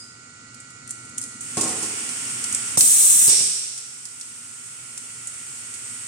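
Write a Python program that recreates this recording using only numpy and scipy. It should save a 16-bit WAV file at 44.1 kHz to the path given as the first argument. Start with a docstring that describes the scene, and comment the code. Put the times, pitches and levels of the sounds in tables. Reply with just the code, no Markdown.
"""A machine worked by compressed air sticks labels in a hard-walled workshop, over a low hum and whine.
At first a slide squeals briefly as the carriage sets off; tones and noise bands make the drives' sound.
Valves tick in short spits of tiny impacts, air starts to leak as hiss, and knocks ring the metal frame.
Then a jet of shaped noise blasts for half a second, its cylinder vents, and the hall echoes it.
The blast turns the overall level down; it creeps back while the carriage travels once more."""
import sys
import numpy as np
from scipy import signal
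from scipy.fft import rfft, irfft, next_fast_len
from scipy.io import wavfile
from scipy.ndimage import uniform_filter1d

SR = 44100
rng = np.random.default_rng(int(sys.argv[2]) if len(sys.argv) > 2 else 0)


def pcm_store(signal):
    """Save signal as 16-bit PCM."""
    levels = np.round(np.clip(np.atleast_2d(signal), -1, 1) * 32767)
    wavfile.write(sys.argv[1], SR, levels.astype(np.int16).T)


N = 267687
TIME = np.arange(N) / SR


def from_db(db):
    """Turn decibels into a gain."""
    return 10 ** (np.asarray(db) / 20)


def rms_one(x):
    """Scale a sound to an average power of 1."""
    return x / np.sqrt(np.mean(x ** 2) + 1e-20)


def at_hz(points, hz):
    """Read a table between its points, with pitch on a log axis."""
    table = np.array(points)
    return np.interp(np.log(np.maximum(hz, 1)), np.log(table[:, 0]), table[:, 1])


def coloured(x, colour):
    """Make each pitch of a sound louder or softer, following a table in dB."""
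    size = next_fast_len(N + SR // 20, real=True)
    hz = np.fft.rfftfreq(size, 1 / SR)
    return irfft(rfft(x, size) * from_db(at_hz(colour, hz)), size)[..., :N]


def noise(colour):
    """Fresh noise with the given balance of pitches and an average power of 1."""
    return rms_one(coloured(rng.standard_normal(N), colour))


def noise_pair(colour):
    """Two separate noises, one for each microphone."""
    return np.array([noise(colour), noise(colour)])


def drift(rate_hz):
    """A slow random wander around 0, with an average power of 1."""
    step = 40   # compute every 40th sample, then join the points
    r = np.exp(-2 * np.pi * rate_hz * step / SR)
    slow = signal.lfilter([1], [1, -2 * r, r * r], rng.standard_normal(N // step + 2002))
    slow = slow[2000:]   # leave out the filter's start-up
    return np.interp(np.arange(N) / step, np.arange(len(slow)), rms_one(slow))


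def burst(start_s, level_db, decay_s):
    """An envelope that jumps up and dies away."""
    out = np.zeros(N)
    first = max(int(start_s * SR), 0)
    age = TIME[:min(int(20 * decay_s * SR) + 1, N - first)]
    out[first:first + len(age)] = from_db(level_db) * np.exp(-age / decay_s)
    return out


def gate(start_s, end_s, rise_s, fall_s):
    """An envelope that builds up towards 1, holds, and dies away after its end."""
    rise = 1 - np.exp(-np.maximum(TIME - start_s, 0) / rise_s)
    return rise * np.exp(-np.maximum(TIME - end_s, 0) / fall_s)


def opening(start_s, rise_s, surge_db, settle_s):
    """Flow through an opened port: stored pressure makes it surge, then it settles to 1."""
    age = np.maximum(TIME - start_s, 0)
    return (1 - np.exp(-age / rise_s)) * from_db(surge_db * np.exp(-age / settle_s))


def resonance(x, hz, width):
    """Ring at one pitch: a narrow width in Hz rings longer, and the gain at the peak is 1."""
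    r = np.exp(-np.pi * width / SR)
    feed = np.array([1, 0, -1]) * (1 - r * r) / 2
    return signal.lfilter(feed, [1, -2 * r * np.cos(2 * np.pi * hz / SR), r * r], x)


def high_pass(x, cut_hz):
    """Take away the sound below a pitch."""
    return signal.sosfilt(signal.butter(2, cut_hz, "high", fs=SR, output="sos"), x)


def pan(left_db):
    """Gains of the two microphones: the left one is this many dB above the right."""
    return from_db(np.array([[1], [-1]]) * left_db / 2)


def arrive(x, lead_ms):
    """Sound reaches the left microphone earlier than the right."""
    left, right = np.broadcast_to(x, (2, N))
    return np.array([left, np.roll(right, int(round(lead_ms * SR / 1000)))])


# how long the hall's echoes take to fall by 60 dB: pitch_hz, time_s
HALL_FADE = [(100, 1.34), (400, 1.22), (1500, 1.36), (5000, 1.26), (8500, 1.34), (11000, 0.39),
             (15000, 0.22)]


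def hall_response(near_db=15.5, near_decay_s=0.0044, alike_hz=520):
    """Dense echoes: strong early ones off the machine's plates, then the hall's tail."""
    t = TIME[:3 * SR // 2]
    edges = np.geomspace(40, 18000, 15)
    out = 0
    for low, high in zip(edges, edges[1:]):
        hz = np.sqrt(low * high)
        band = signal.butter(2, [low, high], "band", fs=SR, output="sos")
        mid, side = signal.sosfilt(band, rng.standard_normal((2, len(t))))
        alike = 1 / (1 + (hz / alike_hz) ** 2)   # both microphones share the bass
        fade = np.exp(-np.log(1000) * t / at_hz(HALL_FADE, hz))
        out = out + fade * (np.sqrt(1 + alike) * mid + np.sqrt(1 - alike) * side * [[1], [-1]])
    early = 1 + from_db(near_db) * np.exp(-t / near_decay_s)
    out = out * early * (t > .002)   # no echo in the first 2 ms
    return out / np.sqrt(np.sum(out ** 2) / 2)


def in_hall(x, hall, wet_db):
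    """Direct sound plus its echoes."""
    size = next_fast_len(N + hall.shape[1], real=True)
    echoes = irfft(rfft(x, size) * rfft(hall, size), size)[:, :N]
    return x + from_db(wet_db) * echoes


def stream(flow, colour, hall, lead_ms, wet_db):
    """An air stream is a long source: its two halves hiss separately and take different echo paths."""
    out = 0
    for paths in (hall, hall[::-1] * [[1], [-1]]):
        out = out + in_hall(arrive(flow * noise(colour), lead_ms), paths, wet_db)
    return out / np.sqrt(2)


# the carriage travels out and back: start_s, stop_s
TRAVELS = [(-.05, 2), (4.45, 6.2)]


def speed(speed_up_s=0.42, slow_down_s=0.22):
    """Speed of the carriage: it builds up towards full speed, 1, and dies away after each stop."""
    return sum(gate(start, stop, speed_up_s, slow_down_s) for start, stop in TRAVELS)


# balance of pitches in the hum: pitch_hz, relative level_db
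HUM_COLOUR = [(25, -42), (50, -28), (80, -6), (120, 6.5), (175, -5), (260, -10.5), (340, -11), (450, -10.5),
              (560, -17), (1000, -17.5), (3000, -56)]


def motor_hum():
    """Low noise, mostly alike at both microphones, with a fainter part of opposite sign."""
    return from_db(-48) * noise(HUM_COLOUR) + from_db(-63.5) * noise(HUM_COLOUR) * [[1], [-1]]


# balance of pitches in the faint air noise: pitch_hz, relative level_db
AIR_COLOUR = [(200, -8), (900, -13), (1300, -4.5), (1700, -5.5), (2200, -1), (3500, -6.5), (4700, -1),
              (5800, -1), (7000, 4.5), (8600, 1.5), (10000, -10), (11500, -55), (16000, -46)]


def air_noise():
    """Steady faint noise of air, separate at each microphone."""
    return from_db(-41.0) * noise_pair(AIR_COLOUR) * pan(left_db=-3.5)


def drone(idle_db=-52, load_db=-52):
    """Noise rings near 250 Hz; the drive train drones harder under load."""
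    load = gate(start_s=0.76, end_s=2.44, rise_s=0.27, fall_s=0.5)
    effort = from_db(idle_db) + from_db(load_db) * load
    ringing = resonance(rng.standard_normal(N), hz=243.7, width=27.5)
    return effort * rms_one(resonance(ringing, hz=256, width=270))


def tones(table, waver_hz=10.5):
    """Steady tones that waver in level and phase, above 500 Hz differently at each microphone."""
    out = np.zeros((2, N))
    for hz, level_db, waver in table:
        turning = np.exp(2j * np.pi * (hz * TIME + rng.random()))
        wander = np.array([1 + waver * (drift(waver_hz) + 1j * drift(waver_hz)) / np.sqrt(2)
                           for ear in range(2)])
        if hz < 500:
            heard = wander[0]   # long waves reach both microphones alike
        else:
            heard = wander * pan(left_db=-8.0) * np.array([[1], [1j]])   # a quarter turn apart
        out += from_db(level_db) * np.sqrt(2) * (heard * turning).real
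    return out


# steady tones of the drives: pitch_hz, level_db, waver_share (0-1)
WHINE = [(1372.3, -47, 0.21), (1464, -49.5, 0.12), (1273, -58.5, 0.6), (1218, -63, 1), (117.7, -61, 0.51)]


def drive_whine():
    """The turning drives give steady, slightly wavering tones."""
    return tones(WHINE)


# tones of the carriage: pitch_hz, relative level_db, waver_share (0-1)
TRAVEL_TONES = [(1942, -53, 0.32), (2204, -55, 0.22), (2439, -63.5, 0.94), (2840, -59.5, 0.3),
                (4320, -61, 0.32), (7100, -53, .7)]


def carriage_singing(idle_db=-3.5, travel_db=-8):
    """The carriage's tones sound at rest and grow louder with its speed."""
    return (from_db(idle_db) + from_db(travel_db) * speed()) * tones(TRAVEL_TONES)


def slide_squeal(pitch_hz=4945, level_db=-33.5, decay_s=0.092):
    """A slide squeals out as the carriage sets off: ringing noise plus the dying hiss of an earlier sound."""
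    ringing = resonance(rng.standard_normal((2, N)), pitch_hz, width=120)
    squeal = rms_one(resonance(ringing, pitch_hz, width=510))
    fading_hiss = from_db(-2.5) * noise_pair(TICK_COLOUR) * pan(left_db=-3.0)
    return burst(0, level_db, decay_s) * (squeal + fading_hiss)


# ports that open and go on leaking: start_s, relative level_db
LEAKS = [(1.402, -30.5), (1.575, -30)]
# balance of pitches in the leak's hiss: pitch_hz, relative level_db
LEAK_COLOUR = [(300, -52), (2100, -15.5), (3900, -17.5), (5500, -13.5), (7000, -2.5), (8400, 5),
               (9200, -0.5), (10000, -6.5), (11500, -20), (13200, -22.5), (16000, -32)]


def leak_hiss(hall):
    """Air seeps through small openings: each surges as it opens, then goes on hissing unevenly."""
    flow_power = 0
    for start, level_db in LEAKS:
        flow = from_db(level_db) * opening(start, rise_s=0.0045, surge_db=2, settle_s=0.7)
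        flow_power = flow_power + flow ** 2
    flicker = from_db(drift(6.4) * 0.51)
    hiss = stream(np.sqrt(flow_power) * flicker, LEAK_COLOUR, hall, lead_ms=.02, wet_db=9.0)
    return from_db(-11.5) * hiss * pan(left_db=-3.0)


# balance of pitches in the rush: pitch_hz, relative level_db
RUSH_COLOUR = [(150, -24), (450, -0.5), (620, -9.5), (1100, -0.5), (1600, -1), (2100, 3.5), (3000, 4.5),
               (3900, -7.5), (5500, 4), (9000, -25)]


def line_rush(level_db=-40, travel_db=1):
    """A duller rush builds up in the lines behind the first leak, and swells as the carriage moves."""
    port = opening(LEAKS[0][0], rise_s=0.23, surge_db=8.5, settle_s=1.2)
    swell = from_db(level_db + travel_db * speed()) * port
    return swell * noise_pair(RUSH_COLOUR) * pan(left_db=-1.5)


# valve and latch ticks: start_s, relative level_db, decay_s, left_minus_right_db, relative ring_db
TICKS = [(.544, -30, .004, -3, 0), (.601, -27.5, 0.0048, -1, -10), (.876, -21.5, .002, 3, -8),
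         (.893, -23, .002, -1, -12), (0.902, -22, 0.0026, -2, -10), (.908, -14, 0.003, 0, -14),
         (1.178, -25, .005, 6, -15), (1.182, -4.5, 0.00082, -5.5, -27), (1.2148, -11.5, 0.0017, 1, -14),
         (1.226, -19, .002, 0, -6), (1.238, -19, .0035, -5, -8), (1.408, -21.5, .0055, -5, -28),
         (1.61, -12, 0.0082, -4, -6.5), (2.091, -19.5, 0.0036, -5, -2), (2.441, -11, 0.002, -1, -2.5),
         (2.526, -12, 0.0022, -1, -13), (2.548, -6.5, 0.0013, -3, -6), (2.808, 11, 0.0021, 1, -0.5),
         (3.777, -14, 0.0067, -1, -1.5), (4.054, -11.5, 0.0024, -2, -1), (4.199, -18, .004, -1, -10),
         (4.211, -15.5, 0.0035, 1, 3.5), (4.976, -13, 0.004, 1, -6), (5.272, -12, .0035, -2, -24),
         (5.739, -18, 0.0053, -2, -4)]
# balance of pitches in a tick: pitch_hz, relative level_db
TICK_COLOUR = [(400, -30), (3500, -23), (4900, -23), (7000, -2), (8600, 0.5), (10000, -6.5), (11500, -24),
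               (14000, -32), (16000, -44)]


def ticks(hall, rise_s=0.00018, links_per_s=9.0, ring_hz=5250):
    """Valves, latches, loose fittings and the moving cable chain spit tiny impacts; all but the chain ring."""
    # the faster the carriage, the more often a chain link ticks
    links = (rng.random(N) < links_per_s * speed() / SR) * rng.random(N)
    link_shape = burst(0, level_db=-30.5, decay_s=.004)[:SR // 20]
    chain = signal.oaconvolve(links, link_shape)[:N] * pan(left_db=5.5)
    # loose fittings clatter at each blow on the frame
    clatter = sum(burst(start, clatter_db, decay_s=0.031) for start, *_, clatter_db in BLOWS)
    clatter = clatter * pan(left_db=-2.5)
    spit = chain + clatter
    ring = from_db(-3.5) * clatter
    for start, level_db, decay, left_db, ring_db in TICKS:
        envelope = burst(start, level_db, decay) * pan(left_db)
        spit += envelope
        ring += envelope * from_db(ring_db)
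    soft = np.exp(-1 / (rise_s * SR))   # contacts build up over a fraction of a millisecond
    envelopes = signal.lfilter([1 - soft], [1, -soft], np.array([spit, ring]) + 1e-18)
    # random signs turn the envelopes into dense tiny impacts
    spit, ring = envelopes * rng.choice([-1, 1], (2, 2, N))
    ring = resonance(resonance(ring, ring_hz, width=2200), ring_hz, width=5200)
    direct = from_db(8) * coloured(spit, TICK_COLOUR) + from_db(3) * ring
    return in_hall(direct, hall, wet_db=-1.5)


# cylinder and carriage blows on the frame, all levels relative:
# start_s, push_db, rattle_db, rattle_decay_s, contact_cutoff_hz, loose_fittings_clatter_db
BLOWS = [(1.570, 3, -20, 0.04, 2310, -17.5), (1.632, -7, -21, 0.065, 1410, -22),
         (1.676, -10, -29.5, 0.12, 1000, -22.5), (1.825, -13, -27, 0.024, 513, -21),
         (2.772, 6, -11.5, 0.0062, 700, -7.5), (2.819, -2, -15.5, .012, 400, -17.5),
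         (3.277, 6, -19, 0.061, 500, -1), (3.402, -3, -8.5, 0.01, 199, -20)]
# pitches at which the frame rings: pitch_hz, width_hz, relative level_db
FRAME = [(127, 32, 2), (248, 24, 0), (322, 17.5, 3), (401.5, 46, 3.5), (430.3, 54, 3.5), (721, 57, -2.5),
         (836, 83, -6.5), (1060, 190, -6), (2400, 1500, -13.5), (4200, 1100, -23)]


def blows(hall, push_s=0.00045, rattle_low_hz=220):
    """A soft push and a dense rattle, dulled by the contact, set the frame ringing."""
    force = 0
    for start, push_db, rattle_db, decay, cut_hz, _ in BLOWS:
        rattle = burst(start, rattle_db, decay) * rng.choice([-1, 1], N)
        rattle = high_pass(rattle, rattle_low_hz)
        push = from_db(-18) * burst(start, push_db, push_s)
        contact = signal.butter(1, cut_hz, fs=SR, output="sos")
        force = force + signal.sosfilt(contact, rattle + push)
    frame = 0
    for k, (hz, width, level_db) in enumerate(FRAME):
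        frame = frame + (-1) ** k * from_db(level_db) * resonance(force, hz, width)
    frame = high_pass(frame, 70)   # a small frame radiates no deep bass
    return in_hall(from_db(16) * frame * pan(left_db=-0.5), hall, wet_db=-4.0)


# balance of pitches in the venting air: pitch_hz, relative level_db
VENT_COLOUR = [(100, -34), (700, -37), (2200, -12), (4400, -6.5), (5600, 3.5), (6800, -4.5), (8400, 10),
               (11000, -17.5), (16000, -37)]
JET_OPEN_S, JET_SHUT_S = 2.772, 3.290   # the jet's valve opens and shuts


def cylinder_vent(hall):
    """The cylinder lets out its air in a fading puff of noise as the jet shuts."""
    puff = burst(JET_SHUT_S, level_db=-9.0, decay_s=0.1) * noise(VENT_COLOUR)
    return in_hall(arrive(puff, lead_ms=0.18), hall, wet_db=10.0) * pan(left_db=-3.0)


# balance of pitches in the jet: pitch_hz, relative level_db
JET_COLOUR = [(50, -33), (130, -21), (800, -28), (2200, -20), (4100, -16.5), (4650, -21), (5900, -8),
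              (7100, -4), (7800, 4.5), (8900, 1.5), (9800, -2.5), (11600, -16), (13200, -9), (16000, -15.5)]
# the jet's beam reaches the microphones unevenly: pitch_hz, left_minus_right_db
JET_BEAM = [(1000, 5), (3000, 0.5), (5000, -1), (7400, -6.5), (8000, -9.5), (8900, 14.5), (9600, -2),
            (10500, 13.5), (11700, 4), (12300, -14), (16000, 4)]


def jet(hall, level_db=-2, fall_s=0.013):
    """Air rushing out in whirls makes a loud, fluttering noise until the valve shuts."""
    flow = opening(JET_OPEN_S, rise_s=0.008, surge_db=1.5, settle_s=0.032)
    flow = flow * np.exp(-np.maximum(TIME - JET_SHUT_S, 0) / fall_s)
    flutter = from_db(level_db + drift(72) * 1.14)
    blast = stream(flow * flutter, JET_COLOUR, hall, lead_ms=.2, wet_db=4.0)
    # each microphone gets half of the difference, with opposite sign
    left = coloured(blast[0], np.array(JET_BEAM) * [1, 0.5])
    right = coloured(blast[1], np.array(JET_BEAM) * [1, -0.5])
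    return from_db(-5.0) * np.array([left, right])


def scene():
    """Add up all parts of the machine; those given the hall also echo in it."""
    hall = hall_response()
    drives = motor_hum() + air_noise() + drone() + drive_whine() + carriage_singing() + slide_squeal()
    leaks = leak_hiss(hall) + line_rush()
    return drives + leaks + ticks(hall) + blows(hall) + cylinder_vent(hall) + jet(hall)


def gain_control(x, threshold_db=-12.0, release_db_per_s=2.5, start_db=8.0, window_s=0.052):
    """Loud sound turns the gain down; it creeps back steadily, and starts out already lowered."""
    power = uniform_filter1d(np.mean(x ** 2, axis=0), max(int(window_s * SR), 1))
    over_db = np.maximum(10 * np.log10(np.maximum(power, 1e-12)) - threshold_db, 0)
    recovery_db = release_db_per_s * TIME
    # hold the largest cut so far, less what has crept back since
    cut_db = np.maximum.accumulate(np.maximum(over_db + recovery_db, start_db)) - recovery_db
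    return x * from_db(-cut_db)


def record(dry):
    """Gain control, flattening of peaks beyond full scale, and a steep cut of the top treble."""
    limited = np.clip(gain_control(dry), -1, 1)
    top_cut = signal.ellip(12, .1, 80, 15850, fs=SR, output="sos")   # cut above 15850 Hz
    return signal.sosfilt(top_cut, limited)


dry = scene()
out = record(dry)
pcm_store(out)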